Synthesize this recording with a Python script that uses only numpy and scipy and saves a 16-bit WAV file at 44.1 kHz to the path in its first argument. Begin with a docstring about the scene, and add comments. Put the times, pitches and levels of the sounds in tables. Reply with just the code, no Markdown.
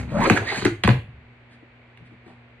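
"""Mains hum and faint hiss lie under a bare board floor in a low room, heard by a phone lying on the boards.
A soft thud opens; a hard-soled shoe scuffs up to a hard blow at 0.3 s, scrapes on to blows near 0.65 s,
and a cluster of blows lands from 0.84 to 0.89 s: sole clicks over ringing boards, treble first and bass later.
The room answers each; small shifts of weight follow from 1.5 to 2.3 s, with faint touches at 1.97 and 2.27 s.
Blows are struck resonances, scuffs are slip grains and noise, shifts are humps of filtered noise."""
import sys
import numpy as np
from scipy import signal
from scipy.fft import rfft, irfft, next_fast_len
from scipy.io import wavfile
from scipy.ndimage import uniform_filter1d, map_coordinates

SR = 44100
rng = np.random.default_rng(int(sys.argv[2]) if len(sys.argv) > 2 else 0)


def wav_record(signal):
    """Record a signal, one row per channel, as 16-bit PCM in the file named by sys.argv[1]."""
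    frames = np.transpose(np.atleast_2d(signal))
    bounded = np.clip(frames, -1, 1)
    # unit amplitude maps onto the largest positive 16-bit level
    quanta = np.round(bounded * 32767).astype(np.int16)
    wavfile.write(sys.argv[1], SR, quanta)


def to_linear_factor(level_db):
    """Convert decibel levels (scalar or array-like) to linear amplitude factors."""
    exponent = np.asarray(level_db, float) / 20
    return 10 ** exponent


N = 114660

# rasp of sole on boards, spectrum before scaling to rms 1: (frequency [Hz], relative density [dB])
RASP_SPECTRUM = [(200, -33), (400, 2.5), (800, 3), (1500, -1.5), (2300, -1.5), (3000, -11), (4500, -9),
                 (5200, -43.5), (8000, -82)]
# bright edge of that rasp, likewise: (frequency [Hz], relative density [dB])
EDGE_SPECTRUM = [(2000, -46.5), (2800, -4), (3500, -3.5), (4200, 9), (4700, 3), (5100, -44)]
# treble of grit and of metal ticks, likewise: (frequency [Hz], relative density [dB])
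GRIT_SPECTRUM = [(3000, -28.5), (4800, 0), (5500, -2.5), (6200, 6.5), (8000, -3.5), (10000, -14),
                 (13000, -21.5), (14000, -68)]


def unit(x):
    """Scales a sound to rms 1."""
    return x / np.sqrt(np.mean(x ** 2) + 1e-20)


def along(points, hz):
    """Reads (frequency [Hz], value) points on a log frequency axis."""
    f, v = np.transpose(points)
    return np.interp(np.log(hz + 1), np.log(f + 1), v)


def filtered(x, response):
    """Multiplies the spectrum of x by a complex response of frequency."""
    m = next_fast_len(x.shape[-1] + SR // 2)
    spectrum = rfft(x, m) * response(np.fft.rfftfreq(m, 1 / SR))
    return irfft(spectrum, m)[..., :x.shape[-1]]


def resonance(f, hz, width):
    """One causal resonance, gain 1 at its centre."""
    return 1j * f * width / (hz * hz - f * f + 1j * f * width)


def coloured(points):
    """Noise of rms 1 with the given spectrum."""
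    return unit(filtered(rng.standard_normal(N), lambda f: to_linear_factor(along(points, f))))


def wobble(rate):
    """A smooth random curve through `rate` random knots a second."""
    knots = rng.standard_normal(int(N * rate / SR) + 4)
    return map_coordinates(knots, [np.arange(N) * rate / SR])


def add(track, s, sound):
    """Mixes a sound in at time s, which may lie before the start."""
    i = round(s * SR)
    sound = sound[max(-i, 0):][:N - max(i, 0)]
    track[max(i, 0):][:len(sound)] += sound


def mains_hum():
    """Mains hum: steady sines whose levels waver slowly, each on its own."""
    # partials: (frequency [Hz], rms level [dB], about which it wavers)
    hum_partials = [(60, -72), (120, -54.5), (240, -59.5)]
    t = np.arange(N) / SR
    hum = 0
    for hz, db in hum_partials:
        hum = hum + np.sqrt(2) * to_linear_factor(db - 1.5 * wobble(10.0)) * np.sin(2 * np.pi * hz * t)
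    return hum


def hiss():
    """Stereo hiss: mid and side noises weighted so that left and right are alike in the bass."""
    # spectrum before scaling to rms 1: (frequency [Hz], relative density [dB])
    hiss_spectrum = [(20, -25.5), (65, -6), (120, -7), (175, -16), (330, -10), (500, -11.5), (1200, -16.5),
                     (2300, -11), (3000, -21.5), (4500, -32), (5200, -45), (8000, -49), (12000, -67),
                     (13500, -85)]
    # left-right likeness, negatives read as 0: (frequency [Hz], correlation [ratio])
    hiss_likeness = [(60, 1), (230, 0.75), (870, 0.67), (3310, -0.17), (12600, -0.48)]

    def mid_and_side(f):
        angle = np.arccos(np.clip(along(hiss_likeness, f), 0, 1)) / 2
        return to_linear_factor(along(hiss_spectrum, f)) * [np.cos(angle), np.sin(angle)]

    mid, side = filtered(rng.standard_normal((2, N)), mid_and_side)
    return to_linear_factor(-54 + 0.26 * wobble(3.2)) * unit(np.array([mid + side, mid - side]))


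def bending(f, far):
    """Bending waves run faster at high pitch, so the bass lags the treble, the more the farther the blow."""
    # waves returning from board edges: (path over the direct one [ratio], level [dB])
    edge_returns = [(1.7, -9.5), (2.6, -15), (3.8, -27.5)]
    travel_s = 0.0045 * far  # travel time at 1 kHz
    air_hz = 2035  # all above this arrives together
    low = np.minimum(f, air_hz)
    # phase lag behind the treble's arrival, then the phase of that arrival itself
    lag = 2 * np.pi * travel_s * (2 * np.sqrt(1000 * low) - low * np.sqrt(1000 / air_hz))
    late = 2 * np.pi * f * travel_s * np.sqrt(1000 / air_hz)
    returns = sum(to_linear_factor(db) * np.exp(-1j * (path - 1) * (lag + late)) for path, db in edge_returns)
    return np.exp(-1j * lag) * (1 + returns)


def blows():
    """Each blow: a chattering click of the sole, the ringing boards, crushed grit and a short metal tick."""
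    # levels before the bending and microphone filters: (time [s], click peak [dB], click pitch [Hz],
    # thud peak [dB], thud pitch [Hz], metal tick [dB], crunch [dB], distance over the usual one [ratio],
    # thud's spread [octaves])
    blow_table = [(-.02, -34, 2000, -18.5, 101, -49, -58, 1, .8),
                  (0.298, -3.5, 1360, -4, 256, -22, -16, .9, 0.99),
                  (0.6215, -19.5, 1170, -21, 314, -38, -50, .45, 0.51),
                  (0.649, -17, 4000, -15, 130, -30, -21.5, 0.61, 0.31),
                  (0.6525, -12, 1650, -5.5, 333, -24.5, -26.5, 0.354, .3),
                  (0.8357, -10.5, 1970, -8.5, 116, -27.5, -22, 1.05, 0.74),
                  (.8362, -12, 3730, -38, 304, -56, -23, 0.85, .7),
                  (.8748, -7, 1050, -7, 241, -29, -27, .9, 1),
                  (.888, -20, 2260, -8.5, 110, -51, -20, 0.99, 0.88),
                  (1.973, -38.5, 2100, -54, 197, -68, -57, 0.47, .8),
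                  (2.261, -55, 810, -37, 327, -67, -63, .7, 0.37),
                  (2.276, -50, 800, -44, 303, -63, -60, .7, .6)]
    # floor modes: (frequency [Hz], level [dB], t60 [s])
    board_modes = [(68, -8, .5), (102, -2, .14), (125, -1, .11), (175, 1, .09), (215, 1, .07),
                   (290, -1, .04), (350, 2, .032), (440, -1, .03), (580, -4, .025), (720, -5, .025),
                   (900, -6, .02)]
    chatter_s = 0.001288  # time at which the contact chatter peaks
    out = np.zeros(N)
    t = np.arange(SR) / SR - .1  # 0.1 s of lead-in before contact
    decay = -60 * abs(t)  # dB, to be divided by a t60
    for s, db, hz, thud_db, thud_hz, tick_db, crunch_db, far, octaves in blow_table:
        chatter = rng.standard_normal(SR) * abs(t) * np.exp(-abs(t) / chatter_s) * (t > 0)
        chatter[np.searchsorted(t, chatter_s)] += 0.008  # one clean stroke
        # the sole's resonance over a broad low skirt
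        click = filtered(chatter, lambda f: resonance(f, hz, 0.79 * hz) ** 2
                         + 0.19 * resonance(f, hz / 2.3, hz / 1.7))
        thud = np.zeros(SR)
        for k, (mode_hz, mode_db, t60) in enumerate(board_modes):
            off_pitch = np.log2(mode_hz / thud_hz) / octaves
            level_db = mode_db + 3 * rng.standard_normal() - 3.6 * off_pitch ** 2
            thud += (-1) ** k * to_linear_factor(level_db + decay / t60) * np.sin(2 * np.pi * mode_hz * t)
        thud *= t > 0
        wave = to_linear_factor(db) * click / abs(click).max() + to_linear_factor(thud_db) * thud / abs(thud).max()
        wave = filtered(wave, lambda f: bending(f, far))
        tick = coloured(GRIT_SPECTRUM)[:SR] * to_linear_factor(tick_db + decay / 0.033)
        tick *= np.clip(t / chatter_s, 0, 1)
        crunch = unit(coloured(RASP_SPECTRUM) + 0.2 * coloured(EDGE_SPECTRUM))[:SR]
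        crunch *= to_linear_factor(crunch_db + decay / 0.07 + 8.3 * wobble(302.7)[:SR])  # crackling level
        crunch *= np.clip(t / 0.0036, 0, 1)
        add(out, s + t[0], wave + tick + crunch)
    return out


def slips(hz, count, turns, spread, size_db):
    """Soft-starting grains of a few turns, pitched near the curve hz, evened towards rms 1."""
    draw = rng.standard_normal((count, 2))
    start = rng.integers(0, SR, count)  # all within the first second
    grain_t = np.arange(SR // 25) / SR
    cycles = np.outer(hz[start] * np.exp(spread * draw[:, 0]), grain_t)
    grains = to_linear_factor(size_db * draw[:, 1:]) * np.sin(2 * np.pi * cycles) * cycles * np.exp(-cycles / turns)
    places = start[:, None] + np.arange(SR // 25)
    out = np.bincount(places.ravel(), grains.ravel(), N)[:N]
    return out / np.sqrt(abs(uniform_filter1d(out ** 2, size=SR // 25)) + 0.00063)


def scuffs():
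    """A dragged sole's slips ring at the scrape's pitch over a rasp; they shake the boards and grind grit."""
    # one list per drag: (time [s], scrape [dB], scrape pitch [Hz], rasp [dB], rumble [dB],
    # rumble pitch [Hz], grit [dB])
    drags = [
        [(0, -52, 576, -40.5, -34.5, 183, -44.5), (.06, -66, 530, -54, -37, 183, -76),
         (.112, -63, 506, -47, -32.5, 168, -60), (.122, -36, 574, -50.5, -26.5, 157, -58),
         (.17, -24.5, 596, -42, -22.5, 160, -53), (.195, -29.5, 810, -40, -17, 196, -48),
         (.21, -25, 898, -31, -19, 206, -55), (.24, -25.5, 1000, -31, -25, 290, -33.5),
         (.26, -21.5, 1240, -23, -24, 356, -54), (.275, -37, 1270, -48, -14.5, 360, -37),
         (.295, -71, 1210, -32, -38, 303, -46)],
        [(.32, -46, 1510, -27.5, -28.5, 194, -50), (.345, -61, 1540, -46, -18.5, 342, -45),
         (.362, -33, 1576, -32, -30.5, 407, -40), (.375, -22.5, 1640, -27, -36, 410, -35),
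         (.388, -52, 1660, -30.5, -31, 294, -59), (.41, -59, 1620, -79, -28, 149, -65)],
        [(.42, -96, 1960, -43, -31, 600, -59), (.462, -44.5, 1850, -42, -41, 316, -52),
         (.478, -31.5, 1980, -39, -37.5, 315, -44.5), (.5, -29.5, 2114, -38.5, -47, 383, -46),
         (.53, -45, 2070, -34, -31, 435, -42.5), (.555, -36.5, 1590, -40.5, -52, 300, -41.5),
         (.58, -38, 2400, -37, -25.5, 214, -36.5), (.605, -50, 1830, -44.5, -38.5, 102.2, -42),
         (.645, -64, 1970, -37, -26.5, 112, -53.5), (.66, -72, 2040, -42, -42.5, 120, -78)],
    ]
    # bright edge of the rasp, which comes with speed, one list per spell: (time [s], level [dB])
    bright_spells = [
        [(0.1, -64.5), (0.222, -60.5), (0.238, -39.5), (0.292, -44)],
        [(0.325, -56), (0.333, -38.5), (0.381, -62), (0.389, -55), (0.419, -60), (0.473, -45.5), (0.487, -37.5),
         (0.637, -41.5), (0.642, -48)],
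    ]
    t = np.arange(N) / SR

    def silent(row, s):
        return (s, -99, row[2], -99, -99, row[5], -99)

    rows = []
    for drag in drags:
        rows += [silent(drag[0], drag[0][0] - .01), *drag, silent(drag[-1], drag[-1][0] + 0.0053)]
    rows = np.array(rows)
    curves = [np.interp(t, rows[:, 0], column) for column in rows.T[1:]]
    scrape_db, scrape_hz, rasp_db, rumble_db, rumble_hz, grit_db = curves
    bright = sum(to_linear_factor(np.interp(t, *np.transpose(p), left=-99, right=-99)) for p in bright_spells)

    scrape = to_linear_factor(scrape_db) * slips(scrape_hz, count=2000, turns=2.57, spread=.07, size_db=2.5)
    overtone = to_linear_factor(scrape_db - 10) * slips(1.9 * scrape_hz, count=2000, turns=2.4, spread=0.143, size_db=2.5)
    grain_db = 3.5  # coarseness of the rasp and of its bright edge
    edge = bright * to_linear_factor(grain_db * wobble(400)) * coloured(EDGE_SPECTRUM)
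    rasp = to_linear_factor(rasp_db + grain_db * wobble(250)) * coloured(RASP_SPECTRUM)
    rumble = to_linear_factor(rumble_db) * slips(rumble_hz, count=500, turns=0.42, spread=0.18, size_db=-1)
    grit = to_linear_factor(grit_db + 1.5 * wobble(170)) * coloured(GRIT_SPECTRUM)
    return scrape + overtone + edge + rasp + rumble + grit


def room(x):
    """Low room: each frequency dies at its own speed; a new noise tail for every tenth of a second."""
    # decay: (frequency [Hz], t60 [s])
    room_decay = [(70, 0.78), (160, 0.18), (340, 0.27), (600, 0.32), (1100, 0.23), (2900, 0.38),
                  (5000, 0.22), (8500, 0.3)]
    out, step = np.zeros((2, N + SR + SR)), SR // 10
    for i in range(0, N, step):
        hz, t, z = signal.stft(rng.standard_normal((2, SR)), SR, nperseg=512)
        same = np.clip(350 / (hz + 1), 0, 1)[:, None]  # both sides alike in the bass
        z[1] = same * z[0] + np.sqrt(1 - same ** 2) * z[1]
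        z = z * to_linear_factor(-60 * t / along(room_decay, hz)[:, None])
        tail = signal.istft(z, SR, nperseg=512)[1][:, :SR]
        tail = tail * np.clip(np.arange(SR) / SR / 0.005, 0, 1) ** 2  # builds up over 5 ms
        wet = signal.fftconvolve(x[None, i:i + step], tail / np.linalg.norm(tail[0]), axes=1)
        out[:, i:i + wet.shape[1]] += wet
    return out[:, :N]


def shifts():
    """Shifts of weight: a soft thump in the boards with a rustle of sole and cloth, under one smooth hump."""
    # levels at the hump's top: (time [s], length [s], thump [dB], thump pitch [Hz], rustle [dB])
    shift_table = [(1.53, 0.05, -56.5, 198, -60), (1.631, 0.037, -53, 325, -85),
                   (2.02, 0.043, -44.5, 124, -85), (2.066, 0.03, -58, 203, -61.5),
                   (2.125, 0.048, -52, 260, -73), (2.144, 0.051, -47.5, 109, -81),
                   (2.294, 0.035, -45, 165, -69), (2.3, 0.09, -57, 764, -64.5)]
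    out, t = np.zeros(N), np.arange(N) / SR
    for s, length, db, hz, rustle_db in shift_table:
        thump = unit(filtered(rng.standard_normal(N), lambda f: resonance(f, hz, 0.58 * hz) ** 2))
        rustle = coloured([(800, -65), (1500, 4.5), (4000, -3), (10000, -20), (13000, -60)])
        hump = np.exp(-(2 * (t - s) / length) ** 2)
        out += hump * (to_linear_factor(db) * thump + to_linear_factor(rustle_db) * rustle)
    return out


def microphone(x):
    """Colours the shoes by the microphone's frequency response."""
    # response: (frequency [Hz], gain [dB])
    mic_response = [(20, -16), (60, -5), (150, -3), (2500, 3.5), (4000, -0.5), (4700, 1.5), (5600, -6),
                    (9000, 1), (12800, -4), (13300, -71)]
    return filtered(x, lambda f: to_linear_factor(along(mic_response, f)))


def two_ports(x):
    """The direct sound reaches two microphone ports with unequal level and phase."""
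    # level difference: (frequency [Hz], left over right [dB])
    port_level = [(60, -0.5), (150, 4.5), (360, 6), (870, -2), (2120, -8), (5170, 1), (12600, -2.5)]
    # phase difference: (frequency [Hz], left's lead [rad])
    port_phase = [(0, 0), (1100, -1), (2100, 1.4), (3300, .6), (4500, 2.7), (7000, 3.6), (9200, 6.2),
                  (13000, 6.4)]
    half = np.array([[.5], [-.5]])  # each port takes half the difference

    def ports(f):
        lead = np.interp(f, *np.transpose(port_phase))
        return to_linear_factor(half * along(port_level, f)) * np.exp(1j * half * lead)

    return filtered(x, ports)


def scene():
    """Direct shoes at the two ports, with the room's answer, hum and hiss."""
    background = mains_hum() + hiss()
    shoes = microphone(blows() + scuffs() + shifts())
    return two_ports(shoes) + to_linear_factor(-4.5) * room(shoes) + background


def roll_off(x):
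    """The treble ends steeply here."""
    return signal.sosfilt(signal.butter(12, 13210, fs=SR, output="sos"), x)


def record(dry):
    """The loudest peaks round off just under full scale by a smooth saturation curve."""
    top = .97  # of full scale
    rounded = dry / (1 + abs(dry / top) ** 6) ** (1 / 6)
    return roll_off(rounded)


dry = scene()
out = record(dry)
wav_record(out)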